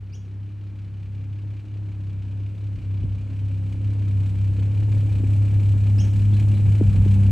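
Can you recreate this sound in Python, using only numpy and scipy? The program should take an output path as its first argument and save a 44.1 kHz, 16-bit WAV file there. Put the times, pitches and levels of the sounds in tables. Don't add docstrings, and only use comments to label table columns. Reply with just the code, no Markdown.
import sys
import numpy as np
from scipy import signal
from scipy.fft import rfft, irfft, next_fast_len
from scipy.io import wavfile
from scipy.ndimage import map_coordinates

SR = 44100
rng = np.random.default_rng(int(sys.argv[2]) if len(sys.argv) > 2 else 0)


def waveform_to_disk(signal):
    frames = np.transpose(np.atleast_2d(signal))
    scaled = np.clip(frames, -1, 1) * 32767
    samples = np.round(scaled).astype(np.int16)
    wavfile.write(sys.argv[1], SR, samples)


N = 322371
TIME = np.arange(N) / SR


def amp(db):
    return 10 ** (np.asarray(db) / 20)


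def unit(x):
    return x / np.sqrt(np.mean(x ** 2) + 1e-20)


def along(points, hz):
    knots_hz, values = np.transpose(points)
    return np.interp(np.log(hz + 1), np.log(knots_hz + 1), values)


def curve(points):
    return np.interp(TIME, *np.transpose(points))


def wobble(rate):
    return map_coordinates(rng.standard_normal(int(N * rate / SR) + 4), [TIME * rate])


def swells(events, sigma_s):
    return sum(db * np.exp(-.5 * ((TIME - s) / sigma_s) ** 2) for s, db in events)


def filtered(x, response):
    size = next_fast_len(N + SR // 2)
    return irfft(rfft(x, size) * response(np.fft.rfftfreq(size, 1 / SR)), size)[..., :N]


def rush(spectrum, coherence):
    def colour(hz):
        angle = np.arccos(np.clip(along(coherence, hz), -1, 1)) / 2
        return amp(along(spectrum, hz)) * np.array([np.cos(angle), np.sin(angle)])
    mid, side = filtered(rng.standard_normal((2, N)), colour)
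    return unit(np.array([mid + side, mid - side]))


# (frequency [Hz], relative density [dB])
AIR_SPECTRUM = [(15, -37.5), (45, -9.5), (100, -2), (300, -1), (600, -16.5), (1500, -17.5), (4000, -32),
                (9000, -39), (15000, -50.5)]

def air():
    return amp(-57) * rush(AIR_SPECTRUM, coherence=[(100, 0.76), (2000, 1.0)])


# (time [s], level [dB], duration [s], start pitch [Hz], end pitch [Hz], sub-octave level [dB])
CHIRPS = [(0.12, -53.5, 0.042, 4440, 6640, -2.5), (5.98, -42, 0.04, 4840, 6580, -2.5),
          (6.326, -49, 0.016, 3300, 3500, -38), (6.331, -53.5, 0.026, 4320, 4100, -25),
          (6.545, -54.5, .025, 3880, 4050, -30)]

def bird(echo_db=-2, t60_s=0.37, fifth_db=-21, octave_db=-27, spread=0.2):
    song = np.zeros(N)
    for s, db, length_s, start_hz, end_hz, sub_db in CHIRPS:
        progress = np.clip((TIME - s) / length_s, 0, 1)
        sweep = np.minimum(progress / .8, 1) ** 1.3
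        hz = (start_hz + (end_hz - start_hz) * sweep) * amp(0.25 * wobble(700))
        phase = 2 * np.pi * np.cumsum(hz) / SR
        envelope = np.abs(np.sin(np.pi * progress ** 1.24)) ** .5
        for ratio, partial_db in [(1, 0), (.5, sub_db), (1.5, fifth_db), (2, octave_db)]:
            song += amp(db + partial_db) * envelope * np.sin(ratio * phase)
    t = TIME[:SR // 2]
    ahead = rng.standard_normal(len(t))
    scatter = ahead + spread * rng.standard_normal((2, len(t)))
    tail = scatter * amp(-60 * t / t60_s) * (1 - np.exp(-t / 0.0021))
    echoes = signal.fftconvolve(song[None], tail / np.linalg.norm(tail[0]), axes=1)[:, :N]
    return song + amp(echo_db) * echoes


# (time [s], distance from the car's rear half [m])
WALK = [(0, 6.9), (1.1, 5.05), (2.6, 3.87), (3.6, 2.98), (4.2, 2.375), (5.2, 1.89), (6.2, 1.635),
        (7.3, 1.47)]

def nearing(db_at_2m, db_per_doubling):
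    return db_at_2m - db_per_doubling * np.log2(curve(WALK) / 2)


def blows(firings, offset, pattern_db, scatter_db, jitter_s):
    count = np.arange(int(firings[-1]))
    size, shift = np.clip(rng.standard_normal((len(count), 2)), -2.5, 2.5).T
    times = np.interp(count + offset, firings, TIME) + jitter_s * shift
    strengths = amp(np.take(pattern_db, count, mode="wrap") + scatter_db * size)
    return np.bincount(np.clip(times * SR, 0, N - 1).astype(int), strengths, N)


def bursts(hits, rise_s, decay_s):
    t = TIME[:SR // 8]
    shape = (1 - np.exp(-t / rise_s)) * np.exp(-t / decay_s)
    return unit(np.sqrt(np.abs(signal.fftconvolve(hits ** 2, shape ** 2)[:N])))


CYLINDERS = [-9, 0.5, 3.5, 2.5, 4, 2.5]
# (frequency [Hz], relative density [dB])
CLATTER_SPECTRUM = [(500, -21), (1000, -4), (1650, -6), (2000, -5.5), (2350, 2.5), (2650, -0.5),
                    (3050, -2.5), (3500, -7), (4200, -7.5), (5000, -14), (6500, -17), (9000, -34.5),
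                    (15000, -47)]
HISS_SPECTRUM = [(2500, -14.5), (4500, -7.5), (6500, -1.5), (7800, 4.5), (8700, 1.5), (9500, -8.5),
                 (10200, -21.5), (11300, -2.5), (13000, -14), (15500, -13.5)]
# (frequency [Hz], coherence [0-1])
ENGINE_COHERENCE = [(50, .97), (130, .6), (300, .7), (700, .62), (1400, .82), (2500, .98), (6000, .96),
                    (12000, .8)]
# (frequency [Hz], bandwidth [Hz], lift [dB])
CASTING_MODES = [(1630, 36, 0.5), (1676, 27, 7.5), (2380, 64, 2.5), (2965, 130, 2.5)]
# (frequency [Hz], level relative to the hiss [dB])
WHINE_TONES = [(9500, -17), (9701, -16.5)]

def valve_gear(firings):
    def castings(hz):
        return amp(sum(db / (1 + (2 * (hz - mode) / width) ** 2) for mode, width, db in CASTING_MODES))
    valves = blows(firings, offset=.12, pattern_db=CYLINDERS, scatter_db=1.3, jitter_s=.001)
    tappets = blows(firings, offset=.25, pattern_db=CYLINDERS, scatter_db=2.8, jitter_s=.002)
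    swell = bursts(valves, rise_s=.005, decay_s=.011)
    ticks = amp(-11) * bursts(tappets, rise_s=.0006, decay_s=.004)
    beat = unit(np.sqrt(swell ** 2 + ticks ** 2 + amp(-2) ** 2))
    impacts = beat * rush(CLATTER_SPECTRUM, ENGINE_COHERENCE)
    clatter = amp(nearing(db_at_2m=-54.5, db_per_doubling=6.76)) * unit(filtered(impacts, castings))
    hiss_db = nearing(db_at_2m=-64.5, db_per_doubling=12.5)
    hiss = amp(hiss_db + wobble(14)) * unit(beat + amp(-4.5)) * rush(HISS_SPECTRUM, ENGINE_COHERENCE)
    whine = sum(amp(hiss_db + db + 2.2 * wobble(15)) * np.sqrt(2) * np.sin(2 * np.pi * hz * TIME)
                for hz, db in WHINE_TONES)
    return clatter + hiss + whine


# (frequency [Hz], relative density [dB])
RUMBLE_SPECTRUM = [(15, -45), (25, -20.5), (35, -10), (52, 3.5), (75, 2), (120, 0), (250, -26.5),
                   (600, -59), (3000, -120)]
# (time [s], rise above the rumble [dB])
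CHUFFS = [(2.79, 10), (3.05, 15), (3.22, 3), (5.03, 2), (6.17, 4.5), (6.7, 8), (6.89, 10), (7.03, 7.5)]

def rumble():
    level_db = nearing(db_at_2m=-34.5, db_per_doubling=12.3) + swells(CHUFFS, sigma_s=0.044) + wobble(14)
    return amp(level_db) * rush(RUMBLE_SPECTRUM, coherence=[(40, 0.88), (80, 0.82), (160, 1.0)])


# (time [s], level [dB], start pitch [Hz])
COUGHS = [(3.036, -26, 380), (5.198, -30, 440), (5.235, -24, 450), (5.615, -32, 280), (5.824, -31, 280),
          (6.531, -29, 320), (6.810, -14, 520), (6.978, -24, 320), (7.060, -22, 500)]

def coughs(sag=.25, peak_cycles=2.4):
    pops, t = np.zeros(N + SR), TIME[:SR // 8]
    for s, db, start_hz in COUGHS:
        cycles = t * start_hz
        phase = 2 * np.pi * np.log1p(sag * cycles) / sag
        age = cycles / peak_cycles
        envelope = age * np.exp(1 - age) * (1 - np.exp(-2 * cycles))
        pops[round(s * SR):][:len(t)] -= amp(db) * envelope * np.sin(phase)
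    return pops[:N]


# (frequency [Hz], bandwidth [Hz],
# relative level by the radiator [dB], by the front wheel [dB], by the door [dB])
PIPE_MODES = [(127.4, 14, -5, -5.5, -4), (163, 14, -5.5, -5, -5), (202.5, 18, -5, -10, 3.5),
              (263.8, 18.4, -11, -6, -8), (301.3, 15.7, -8, -8.5, -10.5), (371, 45, -16, -19, -16),
              (442.7, 46, -32.5, -18.5, -19.5), (531, 33, -28.5, -23, -27.5)]
# (frequency [Hz], relative density [dB])
PUFF_SPECTRUM = [(30, -45.5), (70, -12.5), (120, 3), (230, -1), (310, -5), (400, -15.5), (540, -13.5),
                 (680, -20), (900, -19), (1050, -28), (1800, -29.5), (3500, -60), (9000, -120)]

def exhaust(firings):
    pulses = blows(firings, offset=.85, pattern_db=[0], scatter_db=1.5, jitter_s=.0001)
    pipe_db = nearing(db_at_2m=-36.5, db_per_doubling=7.15)
    modes, t = np.zeros(N), TIME[:SR // 4]
    for hz, width_hz, *place_db in PIPE_MODES:
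        ring = np.sin(2 * np.pi * hz * t) * np.exp(-np.pi * width_hz * t) * (1 - np.exp(-t / 0.0038))
        mode_db = np.interp(TIME, [0, TIME[-1] / 2, TIME[-1]], place_db)
        waver = amp(2 * wobble(3))
        modes += amp(pipe_db + mode_db) * unit(waver * signal.fftconvolve(pulses, ring)[:N])
    puffs = bursts(pulses, rise_s=.0015, decay_s=.028) * rush(PUFF_SPECTRUM, ENGINE_COHERENCE)
    return modes + amp(nearing(db_at_2m=-41, db_per_doubling=8)) * puffs


# (time [s], depth [dB])
STUMBLES = [(1.64, 5), (2.57, 6), (2.8, 6), (3.3, 4), (3.74, 3), (4.86, 0.5), (6.92, 3.5)]

def drone(firings, slowing_hz, right_lead_rad=0.21, flutter_db=0.9, cycle_db=0.07, lope_db_per_hz=1.2):
    def harmonic(order, roughness, rate):
        sidebands = roughness * (wobble(rate) + 1j * wobble(rate))
        return np.exp(2j * np.pi * order * firings) * (1 + sidebands)
    engine_cycle = np.sin(2 * np.pi * firings / len(CYLINDERS))
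    uneven_db = cycle_db * engine_cycle + flutter_db * wobble(16) - swells(STUMBLES, sigma_s=0.036)
    boom_db = nearing(db_at_2m=-18.5, db_per_doubling=8.74) + uneven_db
    throb_db = nearing(db_at_2m=-35, db_per_doubling=7.2) + lope_db_per_hz * slowing_hz
    octave_db = nearing(db_at_2m=-42, db_per_doubling=8.6)
    boom = amp(boom_db) * harmonic(order=3, roughness=0.069, rate=36)
    throb = amp(throb_db) * harmonic(order=2, roughness=0.096, rate=6.7)
    octave = amp(octave_db) * harmonic(order=6, roughness=.25, rate=14)
    ears = np.exp(1j * right_lead_rad * np.array([[-.5], [.5]])) * amp([[.25], [-.25]])
    return np.sqrt(2) * np.real(ears * (boom + throb + octave))


# (time [s], boom frequency [Hz])
IDLE = [(0.0, 97.7), (0.54, 101.2), (1.06, 99.3), (1.7, 102.8), (1.86, 101.8), (2.12, 97.9), (2.66, 102.3),
        (2.8, 98.0), (3.4, 100.6), (3.56, 98.3), (3.89, 102.0), (4.21, 98.7), (4.53, 99.0), (4.85, 103.4),
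        (5.27, 100.7), (5.53, 101.9), (5.63, 100.3), (6.45, 102.7), (6.67, 101.1), (6.81, 103.3),
        (6.91, 98.6), (7.31, 99.3)]

def scene():
    boom_hz = curve(IDLE)
    firings = np.cumsum(boom_hz / 3) / SR
    slowing_hz = boom_hz.mean() - boom_hz
    tailpipe = drone(firings, slowing_hz) + exhaust(firings) + rumble() + coughs()
    return tailpipe + valve_gear(firings) + bird() + air()


def record(dry, fade_s=.01, low_hz=22, top_hz=15720):
    faded = dry * np.minimum(TIME / fade_s, 1)
    thinned = signal.sosfilt(signal.butter(2, low_hz, "highpass", fs=SR, output="sos"), faded)
    return filtered(thinned, lambda hz: hz < top_hz)


dry = scene()
out = record(dry)
waveform_to_disk(out)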